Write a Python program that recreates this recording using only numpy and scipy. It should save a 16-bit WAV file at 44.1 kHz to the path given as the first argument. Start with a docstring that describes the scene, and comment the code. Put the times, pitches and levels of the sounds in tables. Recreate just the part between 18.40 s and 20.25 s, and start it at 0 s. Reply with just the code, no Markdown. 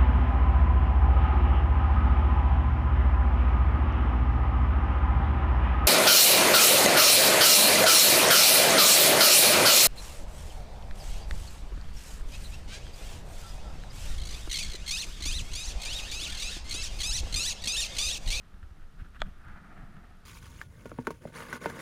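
"""Small scrapes and low thumps come first, heard from the seat of a rowing boat on a calm lake:
an oar shifts in its rowlock and the boat rocks. The shaft rubs, ticks and knocks once against its
stop; the knock rings through the camera housing. Then water swishes past the blade and washes along
the hull, over gurgles and ripples. Light air buffets the microphone; a faint hiss and electrical
buzz lie beneath."""
import sys
import numpy as np
from scipy import signal
from scipy.fft import rfft, irfft
from scipy.io import wavfile
from scipy.ndimage import uniform_filter1d

SR = 44100
rng = np.random.default_rng(int(sys.argv[2]) if len(sys.argv) > 2 else 0)


def put_to_file(sound):
    """Save the sound as 16-bit audio at rate SR, in the file named by the first command-line argument."""
    columns = np.atleast_2d(sound).T  # one column per channel
    safe = np.clip(columns, -1, 1)
    whole_steps = np.round(safe * 32767)
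    wavfile.write(sys.argv[1], SR, whole_steps.astype(np.int16))


N = 81585

# Tick and knock. Each row: start in seconds, gain in dB, low cut in Hz (a light touch has no body).
OAR_BLOWS = [(0.8044, -17, 3460), (0.8181, -0.5, 174)]
# Camera housing modes. Each row: pitch in Hz, relative peak in dB, seconds to fall 60 dB.
HOUSING_MODES = [(631, 12.5, .028), (800, 6, 0.017), (930, 4.5, 0.012), (1240, 12.5, 0.035),
                 (1480, 11, 0.013), (1860, 5, .008), (2340, 4, 0.015), (3350, 7.5, 0.014),
                 (3490, 4.5, 0.011), (4200, -4.5, 0.0067), (5300, -19, 0.011), (6570, -13, 0.0068),
                 (7650, -10.5, 0.0088), (10400, -24, 0.0042)]
# Dips between the modes. Each row: centre in Hz, width in Hz, depth from 0 to 1.
HOUSING_DIPS = [(1092, 78, 0.87), (2110, 77, 0.3), (2710, 150, 0.54), (4860, 430, 0.58), (5860, 390, 0.8),
                (9040, 1270, 0.9), (14000, 4500, 1)]
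# The oar shifting. Each row: peak time in seconds, half length in seconds, level in dB.
OAR_SCRAPES = [(.143, .003, -59.5), (0.17, 0.0083, -68), (0.2301, .001, -52), (.237, 0.0035, -59),
               (0.422, 0.023, -64.5), (0.606, 0.015, -56), (0.649, 0.0028, -56.5), (.664, 0.0036, -58),
               (.7475, .0015, -51.5), (0.762, 0.0081, -53), (0.815, 0.012, -50.5), (0.866, 0.0083, -57),
               (0.895, 0.0024, -57), (1.083, 0.0043, -53), (1.569, 0.003, -53.5)]
# The boat rocking. Each row: peak time in seconds, pitch in Hz, level in dB, half length in seconds.
HULL_THUMPS = [(0.149, 53, -39.5, 0.0087), (.147, 192, -51.5, 0.0064), (0.239, 69, -37.5, 0.006),
               (0.269, 45.3, -37, 0.0058), (0.319, 62, -38.5, 0.0066), (.385, 170, -45, 0.0019),
               (.545, 142, -51.5, 0.011), (0.597, 24, -33.5, 0.015), (1.41, 30, -41.5, 0.018),
               (0.625, 59.6, -31.5, 0.004), (.832, 22.2, -27, 0.017), (.866, 159, -44, 0.0033),
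               (0.88, 58.4, -39.5, 0.0094), (1.078, 93, -45.5, 0.0069), (1.439, 90, -40, 0.0027),
               (1.478, 172, -49.5, 0.0027), (1.574, 179, -38, 0.0048)]
# Tone of each source from the seat. Each row: frequency in Hz, relative level in dB.
RING_SPECTRUM = [(200, -31), (630, 6), (950, -3), (1280, 4), (2300, -6), (2750, -17), (3250, -1),
                 (4500, -22), (12000, -38)]
SCRAPE_SPECTRUM = [(300, -36), (650, -29), (1050, -6.5), (1250, 3), (1600, 4.5), (2100, -9), (2800, -9.5),
                   (3400, -12.5), (4600, -25.5), (12000, -34.5)]
RUB_SPECTRUM = [(2000, -34), (3000, 0), (3500, 3), (4100, -7), (5000, -19), (7000, -17), (12000, -32)]
SWISH_SPECTRUM = [(300, -19.5), (550, -13), (800, -7), (1090, -9), (1240, 1), (1360, -1), (1470, 1),
                  (1650, -3.5), (1900, -8), (2600, -18.5), (4000, -29), (9000, -74)]
WAKE_SPECTRUM = [(300, -12), (540, -9.5), (720, 2.5), (880, -6.5), (1090, -9.5), (1280, 2.5), (1560, -6),
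                 (1800, -3), (2300, -12.5), (3200, -22.5), (8000, -54)]
GURGLE_SPECTRUM = [(50, -1), (110, -5), (160, 2.5), (215, 0.5), (280, -12), (340, -13), (450, -25.5),
                   (900, -54)]
RIPPLE_SPECTRUM = [(300, -7), (650, -7), (1050, -9.5), (1240, 2), (1600, -1.5), (2200, -9.5), (3300, -14),
                   (6000, -32.5)]
WIND_SPECTRUM = [(8, -19.5), (16, 11.5), (30, -6), (48, -6.5), (68, -6.5), (100, -17), (180, -27.5),
                 (350, -33.5), (900, -69)]
HISS_SPECTRUM = [(120, -4.5), (200, -1), (412, -7.5), (680, -12.5), (1080, -12), (1240, -11), (1750, -22),
                 (2380, -20), (3200, -19.5), (4900, -22.5), (7400, -27.5), (9300, -29.5), (12100, -35.5),
                 (13500, -32.5), (15000, -36)]
BUZZ_SPECTRUM = [(7500, -33), (8800, -3), (9400, 4), (10200, -6), (11300, -7), (12300, -16), (13500, -3),
                 (14500, -37)]
# Slow rise and fall of water and wind. 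Each row: time in seconds, mean level in dB.
SWISH_LEVELS = [(.88, -80.5), (.95, -70.5), (1.0, -62), (1.05, -57.5), (1.082, -51), (1.12, -56.5),
                (1.21, -57), (1.3, -62.5), (1.45, -79)]
WAKE_LEVELS = [(1.15, -70), (1.27, -63), (1.34, -56), (1.43, -56.5), (1.51, -62.5), (1.58, -58),
               (1.64, -61), (1.7, -63), (1.78, -68), (1.85, -66)]
GURGLE_LEVELS = [(0, -63.5), (.5, -70.5), (.63, -51.5), (.72, -76), (.8, -53.5), (.87, -45), (.94, -70),
                 (1.08, -53.5), (1.2, -55.5), (1.45, -51), (1.52, -57), (1.58, -52), (1.67, -62.5),
                 (1.85, -59)]
WIND_LEVELS = [(0, -46.5), (.1, -49), (.15, -46), (.27, -47), (.36, -51.5), (.44, -45.5), (.53, -55),
               (.62, -45.5), (.74, -44), (.88, -41.5), (.96, -46.5), (1.12, -44), (1.24, -51), (1.33, -54),
               (1.41, -47), (1.52, -49.5), (1.7, -46.5), (1.85, -57)]

TIME_S = np.arange(N) / SR
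FREQ_HZ = np.arange(N // 2 + 1) * SR / N


def oar_knocks(ring_gain_db=-56, ring_t60_s=0.41):
    """Each blow is one hard push that rings through the camera housing; a faint diffuse ring follows."""
    response = housing_response()
    ring_noise = undb(ring_gain_db) * colour(rng.standard_normal(N), RING_SPECTRUM)
    knocks = np.zeros(N)
    for at, db, cut_hz in OAR_BLOWS:
        blow = irfft(response * np.exp(-2j * np.pi * FREQ_HZ * at), N)
        decay = (TIME_S > at) * np.exp(-np.log(1000) * np.abs(TIME_S - at) / ring_t60_s)
        low_cut = signal.butter(3, cut_hz, "high", fs=SR, output="sos")
        knocks += undb(db) * signal.sosfilt(low_cut, blow + ring_noise * decay)
    return knocks


def housing_response(low_lag_s=0.000717, lag_below_hz=2870):
    """Spectrum of the camera housing: damped modes, the slow low waves arriving after the crack."""
    power = sum(undb(db) ** 2 / (1 + ((FREQ_HZ - hz) * 2 * np.pi * t60 / np.log(1000)) ** 2)
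                for hz, db, t60 in HOUSING_MODES)
    gain = np.sqrt(power)
    for hz, width, depth in HOUSING_DIPS:
        gain *= 1 - np.clip(depth, 0, 0.97) * np.exp(-((FREQ_HZ - hz) / width) ** 2)
    # Minimum phase, so the ring comes after the blow.
    cepstrum = irfft(np.log(gain), N)
    fold = 1 + np.sign(N / 2 - np.arange(N)) * (np.arange(N) > 0)
    lag_s = low_lag_s / (1 + (FREQ_HZ / lag_below_hz) ** 8)
    lag_phase = 2 * np.pi * np.cumsum(lag_s) * SR / N
    return np.exp(rfft(cepstrum * fold) - 1j * lag_phase)


def oar_scrapes():
    """Friction in the rowlock: short grainy bursts, and a brighter rub just before the knock."""
    scrapes = colour(grains(), SCRAPE_SPECTRUM) * sum(swell(*row) for row in OAR_SCRAPES)
    rub = colour(grains(), RUB_SPECTRUM) * swell(at=0.806, half_s=0.0086, db=-60)
    return scrapes + rub


def stroke_water(flutter_db=1.6):
    """A swish out at the blade gives way to a hollower wake along the hull, over low gurgling."""
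    swish = colour(grains(), SWISH_SPECTRUM) * level_curve(SWISH_LEVELS)
    wake = colour(grains(), WAKE_SPECTRUM) * level_curve(WAKE_LEVELS)
    gurgle = colour(grains(), GURGLE_SPECTRUM) * level_curve(GURGLE_LEVELS)
    flutter = undb(flutter_db * wander(per_s=76))
    return (swish + wake + gurgle) * flutter


def hull_thumps():
    """The boat rocks under the seat: each thump is a low tone that briefly swells and dies."""
    return sum(swell(at, half_s, db) * np.sin(2 * np.pi * hz * (TIME_S - at))
               for at, hz, db, half_s in HULL_THUMPS)


def ripples(level_db=-69, swing_db=2):
    """Small ripples lap unevenly at the hull all the time."""
    return colour(grains(), RIPPLE_SPECTRUM) * undb(level_db + swing_db * wander(per_s=30))


def wind():
    """Light air buffets the microphone with a soft rumble."""
    return colour(rng.standard_normal(N), WIND_SPECTRUM) * level_curve(WIND_LEVELS)


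def air_hiss(level_db=-64.5):
    """A faint steady hiss in the background."""
    return undb(level_db) * colour(rng.standard_normal(N), HISS_SPECTRUM)


def electrical_buzz(pulse_hz=61, level_db=-84.5, scatter_db=1.5):
    """Uneven, very faint pulses of fizz high in the treble."""
    pulses = np.exp(-(TIME_S * pulse_hz % 1) / 0.2)
    scatter = undb(scatter_db * wander(per_s=pulse_hz))
    return undb(level_db) * colour(pulses * scatter * rng.standard_normal(N), BUZZ_SPECTRUM)


def grains(per_s=12000, spread_db=2):
    """Dense tiny impacts of uneven size."""
    impacts = (rng.random(N) < per_s / SR) * rng.choice([-1, 1], N)
    return impacts * undb(spread_db * rng.exponential(size=N))


def colour(source, spectrum):
    """Shape a signal by a spectrum; rms 1."""
    hz, db = np.array(spectrum).T
    gain = undb(np.interp(np.log(np.maximum(FREQ_HZ, 1)), np.log(hz), db))
    shaped = irfft(rfft(source) * gain * (FREQ_HZ > 1), N)
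    return shaped / np.std(shaped)


def wander(per_s):
    """Smooth random drift with a spread of 1."""
    hold = int(SR / per_s)
    steps = rng.standard_normal(N)[np.arange(N) // hold]
    drift = uniform_filter1d(uniform_filter1d(steps, hold), hold)
    return drift / np.std(drift)


def swell(at, half_s, db):
    """A bell-shaped rise and fall of level."""
    return undb(db) * np.exp(-((TIME_S - at) / half_s) ** 2 / 2)


def level_curve(levels):
    """Gain along a table of times and levels."""
    return undb(np.interp(TIME_S, *np.array(levels).T))


def undb(db):
    """Decibels to gain."""
    return 10 ** (np.asarray(db) / 20)


def scene():
    """Boat, water and background at one microphone, heard from the seat."""
    boat = oar_knocks() + hull_thumps() + oar_scrapes()
    water = stroke_water() + ripples()
    background = wind() + air_hiss() + electrical_buzz()
    return (boat + water + background)[None]


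def record(dry):
    """The recorder cuts the top steeply."""
    top_hz = 15000
    return signal.sosfilt(signal.ellip(10, 0.2, 70, top_hz, fs=SR, output="sos"), dry)


dry = scene()
out = record(dry)
put_to_file(out)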